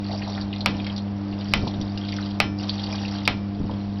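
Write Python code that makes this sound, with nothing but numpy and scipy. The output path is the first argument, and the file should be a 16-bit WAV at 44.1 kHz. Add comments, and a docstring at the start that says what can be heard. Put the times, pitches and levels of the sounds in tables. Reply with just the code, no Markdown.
"""A washing machine in a brick yard, one microphone close beside its wringer.
From the start the motor hums and the rollers draw a wet rug through: water squelches out and gurgles
into the tub. At 0.7 s, and again once a turn, the roller drive slips and clunks, ringing the steel
frame, shaking the cabinet and overloading the microphone. The wettest squeeze comes near 3 s,
just before the fourth clunk; then the water eases off and the motor hums on."""
import sys
import numpy as np
from scipy import signal
from scipy.fft import rfft, irfft, next_fast_len
from scipy.io import wavfile
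from scipy.ndimage import map_coordinates

SR = 44100
rng = np.random.default_rng(int(sys.argv[2]) if len(sys.argv) > 2 else 0)


def to_wav(sig):
    """Store sig (one row per channel, or 1-D mono) as 16-bit WAV at the path in sys.argv[1].

    Samples outside -1..1 are clipped; the rate is SR.
    """
    pcm = np.clip(np.atleast_2d(sig), -1, 1) * 32767
    pcm = np.round(pcm).astype(np.int16)
    wavfile.write(sys.argv[1], SR, pcm.T)  # frames by channels


N = 176400

# slips of the drive, close to the microphone: t/s, level/dB, ring re that level/dB, cabinet thud/dB
DRIVE_SLIPS = [(0.6604, -1.7, -28, -30), (1.5374, -2, -27, -27), (2.4023, -1, -24, -30),
               (3.2773, -1.5, -28.5, -32)]
# colour of the strike: f/Hz, level/dB
STRIKE_COLOUR = [(100, -22), (450, -16), (800, -5), (1450, -3), (1750, -10), (2000, -2.5), (2400, 7.5),
                 (2700, -3), (3000, 0), (3400, -20.5), (3900, -6), (5500, -7)]
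# modes of the wringer's steel frame: f/Hz, level/dB, t60/s
FRAME_MODES = [(727, -7, .22), (807, -8, .25), (1217, -6, .16), (1378, -9, .35), (1776, -16, .5),
               (2000, -1, .15), (2346, -10, .5), (2535, -8, .25), (2835, -6, .16), (3089, -3, .22),
               (4226, -12, .2), (4800, -11, .13), (5245, -14, .42), (5776, -16, .45)]
# colour of the loose parts: f/Hz, level/dB
RATTLE_COLOUR = [(150, -23.5), (500, 0), (900, 1.5), (1150, -1.5), (1700, -2.5), (2400, 1), (3200, -2.5),
                 (3800, -2), (4400, -7), (5600, -14.5)]
# colour of the cabinet: f/Hz, level/dB
CABINET_COLOUR = [(20, -2), (50, -4), (130, 0), (260, -3.5), (400, -12), (700, -19.5), (1500, -44.5),
                  (4000, -83.5)]


def drive_clunks():
    """A hard strike and its rebound ring the frame, rattle loose parts and thud the cabinet."""
    out, t = np.zeros(N), np.arange(SR * 3 // 4) / SR
    rebound_s, ring_rise_s, thud_rise_s = .0023, .00049, .021
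    for s, db, ring_db, thud_db in DRIVE_SLIPS:
        strike = amp(db + 15) * click(STRIKE_COLOUR)
        ring = np.zeros(len(t))
        for hz, mode_db, t60 in FRAME_MODES:
            envelope = amp(mode_db + rng.normal(0, 1.2)) * fade(t, t60)
            ring += envelope * np.sin(2 * np.pi * (hz * t + rng.random()))
        rattle = noise(RATTLE_COLOUR, len(t)) * (fade(t, t60=.2) + amp(3) * fade(t, t60=.023))
        metal = (amp(ring_db) * ring + amp(-20.5) * rattle) * (1 - np.exp(-t / ring_rise_s))
        thud = noise(CABINET_COLOUR, len(t)) * (1 - np.exp(-t / thud_rise_s)) * fade(t, t60=.47)
        add(out, s, strike)
        add(out, s + rebound_s, amp(-11) * strike)
        add(out, s, amp(db) * metal + 2 * amp(thud_db) * thud)
    return out


# water pressed through the cloth at the rollers: t/s, relative level/dB
SQUEEZE_FLOW = [(0, -47.5), (.13, -41), (.41, -42), (.48, -52.5), (.58, -49), (.78, -45), (.98, -48),
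                (1.1, -59.5), (1.26, -53), (1.42, -44.5), (1.62, -43.5), (1.85, -49), (2.0, -43.5),
                (2.25, -40.5), (2.38, -52), (2.55, -69), (2.6, -41), (2.96, -37.5), (3.2, -39.5),
                (3.38, -57), (4, -50)]
# colour of the fizz: f/Hz, level/dB
FIZZ_COLOUR = [(100, -42), (600, -18), (1200, -4), (2000, -3.5), (3000, 2.5), (4000, 2.5), (5500, -1.5)]
# larger bubbles bursting from the cloth: t/s, relative level/dB, f/Hz
CLOTH_BURSTS = [(.218, -24.5, 2230), (.300, -21.5, 5100), (.377, -29, 1630), (.412, -22, 4500),
                (.529, -21.5, 3170), (.547, -34, 2780), (.561, -26, 3600), (.607, -18, 4600),
                (.799, -26.5, 2840), (.845, -24.5, 3580), (.865, -24.5, 1950), (.867, -22.5, 3700),
                (.899, -27, 3080), (.963, -24.5, 4580), (.979, -21, 4350), (1.327, -31.5, 3260),
                (1.411, -29.5, 3000), (1.675, -16.5, 4380), (1.739, -30.5, 3700), (1.813, -21, 4520),
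                (1.975, -21.5, 4070), (2.049, -27, 3600), (2.086, -20.5, 3480), (2.122, -22, 3930),
                (2.126, -25.5, 2140), (2.165, -23, 4300), (2.185, -27, 1520), (2.26, -24, 4300),
                (2.587, -25, 4450), (2.633, -24, 3640), (2.694, -12, 4000), (2.795, -22, 3500),
                (2.837, -22, 3400), (2.926, -21, 4800), (2.956, -16.5, 4840), (2.98, -24.5, 3260),
                (3.14, -28, 4240), (3.185, -27.5, 3400), (3.2525, -17, 4100), (3.712, -33.5, 3740),
                (3.738, -35, 3300)]


def rug_squelch():
    """Air and water leave the cloth as fizz, small bubbles and larger bursts."""
    fizz = amp(-4.5 + 2.5 * wobble(80)) * level(SQUEEZE_FLOW, clock()) * noise(FIZZ_COLOUR, N)
    tiny = stream(SQUEEZE_FLOW, centre_hz=4584, scatter=.22, spread_db=6, cycles=33, count=1900)
    medium = stream(SQUEEZE_FLOW, centre_hz=1910, scatter=.3, spread_db=3.5, cycles=25, count=700)
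    large = bursts(CLOTH_BURSTS, spread_s=.011, scatter=.15, cycles=22, glide=.13,
                   fall_db=10.5, sink_octaves=.18, count=10)
    return fizz + amp(-3) * tiny + amp(-12) * medium + amp(.5) * large


# water running back into the tub: t/s, level/dB
RUNOFF_FLOW = [(0, -74), (.12, -47.5), (.33, -45), (.48, -52), (.8, -46.5), (1.05, -53.5), (2.55, -53.5),
               (2.66, -43.5), (2.74, -49.5), (2.88, -45), (3.18, -46.5), (3.4, -56), (4, -61.5)]
# drops landing in the tub: t/s, relative level/dB, f/Hz
TUB_DROPS = [(.094, -26, 625), (.111, -25, 730), (.136, -23, 650), (.275, -24, 615), (.375, -26, 670),
             (1.670, -23.5, 880), (1.739, -33, 720), (2.884, -23.5, 750), (3.695, -22.5, 814)]


def tub_runoff():
    """Water gurgles and plops into the tub as low, quickly damped bubbles."""
    gurgle = stream(RUNOFF_FLOW, centre_hz=791, scatter=.21, spread_db=2, cycles=7.8, count=1100)
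    plops = bursts(TUB_DROPS, spread_s=.011, scatter=.17, cycles=13, glide=.12,
                   fall_db=9, sink_octaves=0, count=4)
    return gurgle + amp(1) * plops


# dull bumps of the cabinet: t/s, level/dB, Gaussian width/s
CABINET_BUMPS = [(0.74, -32.5, 0.051), (1.332, -43, .025), (1.528, -31, 0.02), (1.639, -22, 0.011),
                 (1.672, -23, 0.0062), (1.796, -32, .04), (2.117, -43.5, 0.035), (3.61, -25.5, 0.014),
                 (3.646, -28, 0.012), (3.713, -31, 0.026)]


def cabinet_bumps():
    """The cabinet booms softly as the rug drags on it."""
    swell = sum(amp(db) * np.exp(-.5 * ((clock() - s) / width) ** 2) for s, db, width in CABINET_BUMPS)
    return swell * noise(CABINET_COLOUR, N)


# hum of the motor iron: harmonic number, rms level/dB, waver/dB
IRON_HUM = [(1, -33.5, 0.7), (2, -30.5, .7), (3, -39, 1.5), (5, -56.5, 0.85), (6, -58, 1.7), (7, -53, 1.7)]
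# tones of the turning parts: f/Hz, rms level/dB
TURNING_TONES = [(146, -53.5), (239, -54), (297.8, -49.5), (348, -53.5)]
# colour of the machine's rumble: f/Hz, level/dB
RUMBLE_COLOUR = [(20, -5), (40, -0.5), (90, 0), (170, -5), (330, -5), (450, -10.5), (900, -39),
                 (3000, -82.5)]
# colour of its running noise: f/Hz, level/dB
RUNNING_COLOUR = [(200, -7.5), (400, -4), (680, -1.5), (1000, -5), (1400, -10), (2500, -16), (4000, -18),
                  (5600, -22)]


def motor(hum_hz=100):
    """Behind the wringer's sounds, mains hum beats with the turning parts over running noise."""
    t, tones = clock(), np.zeros(N)
    for k, db, waver_db in IRON_HUM:
        gain = amp(db + waver_db * wobble(7))
        tones += gain * np.cos(2 * np.pi * k * hum_hz * t + .018 * k * wobble(5))
    for hz, db in TURNING_TONES:
        tones += amp(db + 1.8 * wobble(7.7)) * np.sin(2 * np.pi * hz * t + 1.4 * wobble(4))
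    rumble = amp(-41.5 + .86 * wobble(9.8)) * noise(RUMBLE_COLOUR, N)
    running = amp(-45 + 1.1 * wobble(13)) * noise(RUNNING_COLOUR, N)
    return np.sqrt(2) * tones + rumble + running


# decay between the brick walls around the machine: f/Hz, t60/s
WALL_DECAY = [(100, 0.6), (1000, 0.14), (3000, 0.12), (6000, 0.072)]


def yard_echo(x):
    """A short answer from the walls, the treble dying first."""
    hz, t, spectra = signal.stft(rng.standard_normal(SR // 3), SR, nperseg=256)
    _, tail = signal.istft(spectra * fade(t, along(WALL_DECAY, hz)[:, None]), SR, nperseg=256)
    return signal.fftconvolve(x, tail / np.linalg.norm(tail))[:N]


def bursts(rows, spread_s, scatter, cycles, glide, fall_db, sink_octaves, count):
    """Each (t/s, level/dB, f/Hz) row is a quick cluster of bubbles that weaken and may sink in pitch."""
    s, db, hz = np.repeat(np.array(rows), count, axis=0).T
    progress = np.tile(np.arange(count), len(rows)) / count
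    time_jitter, pitch_jitter = rng.standard_normal((len(s), 2)).T
    times = s + spread_s * progress ** 1.5 * np.exp(.3 * time_jitter)
    pitch = hz * np.exp(scatter * pitch_jitter) * 2 ** (sink_octaves * (.5 - progress))
    return bubbles(times, amp(db - fall_db * progress), pitch, cycles, glide)


def stream(curve, centre_hz, scatter, spread_db, cycles, count):
    """Bubbles of random strength and pitch under a level curve."""
    pitch = centre_hz * np.exp(scatter * rng.standard_normal(count))
    gains = amp(spread_db * np.minimum(rng.exponential(size=count), 3))
    times = rng.uniform(0, N / SR, count)
    return unit(bubbles(times, gains, pitch, cycles, glide=.22)) * level(curve, clock())


def bubbles(times, gains, pitch, cycles, glide, size=2048):
    """Each bubble rings as a damped sine with a soft start, gliding a little as it dies."""
    t = np.arange(size) / SR
    age = np.minimum(t * pitch[:, None] / cycles, 2)  # 60 dB down at age 1
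    bend = glide * rng.normal(.5, 1, (len(times), 1))
    envelope = gains[:, None] * fade(age, 1) * (1 - np.exp(-20 * age))
    waves = envelope * np.sin(2 * np.pi * cycles * age * (1 + bend * age))
    index = np.abs(times * SR).astype(int)[:, None] + np.arange(size)
    return np.bincount(index.ravel(), waves.ravel(), N)[:N]


def click(colour, size=1024):
    """A minimum-phase impulse of energy 1 with the given colour."""
    gains = amp(along(colour, np.fft.rfftfreq(size, 1 / SR)))
    cepstrum = irfft(np.log(gains))
    causal_fold = np.r_[1, np.full(size // 2 - 1, 2), np.zeros(size // 2)]
    pulse = irfft(np.exp(rfft(cepstrum * causal_fold)))
    return pulse / np.linalg.norm(pulse)


def noise(colour, size):
    """Coloured noise of rms 1."""
    return unit(filtered(rng.standard_normal(size), lambda hz: amp(along(colour, hz))))


def filtered(x, response):
    """Pass x through a gain that depends on frequency."""
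    size = next_fast_len(len(x) + 8192)
    return irfft(rfft(x, size) * response(np.fft.rfftfreq(size, 1 / SR)), size)[:len(x)]


def wobble(rate):
    """A smooth random curve, rate knots a second."""
    knots = rng.standard_normal(int(N * rate / SR) + 4)
    return map_coordinates(knots, [clock() * rate])


def along(points, hz):
    """Read (f/Hz, value) points on a log frequency axis."""
    f, values = np.transpose(points)
    return np.interp(np.log(hz + 1), np.log(f + 1), values)


def level(curve, t):
    """Gain of a (t/s, level/dB) curve at times t."""
    return amp(np.interp(t, *np.transpose(curve)))


def fade(t, t60):
    """Exponential decay, 60 dB down at t60."""
    return np.exp(-np.log(1000) * t / t60)


def amp(db):
    """Decibels to gain."""
    return 10 ** (np.asarray(db) / 20)


def unit(x):
    """Scale to rms 1."""
    return x / np.sqrt(np.mean(x ** 2) + 1e-20)


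def clock():
    """Time of every sample."""
    return np.arange(N) / SR


def add(track, s, sound):
    """Mix a sound into the track at s seconds."""
    part = track[max(0, round(s * SR)):][:len(sound)]
    part += sound[:len(part)]


def scene():
    """Machine and water in mono from just beside the wringer; the walls answer the water."""
    water = rug_squelch() + tub_runoff()
    machine = motor() + drive_clunks() + cabinet_bumps()
    return (machine + water + amp(-5.5) * yard_echo(water))[None]


def record(dry):
    """The close microphone's narrow-band path clips, adding a brief spit of treble to each clunk."""
    band_hz, overload, top_hz = 5680, .72, 16000
    narrow = filtered(dry[0], lambda hz: 1 / np.sqrt(1 + (hz / band_hz) ** 90))
    clipped = np.clip(narrow, -overload, overload)
    return filtered(clipped, lambda hz: 1 / np.sqrt(1 + (hz / top_hz) ** 80))[None]


dry = scene()
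out = record(dry)
to_wav(out)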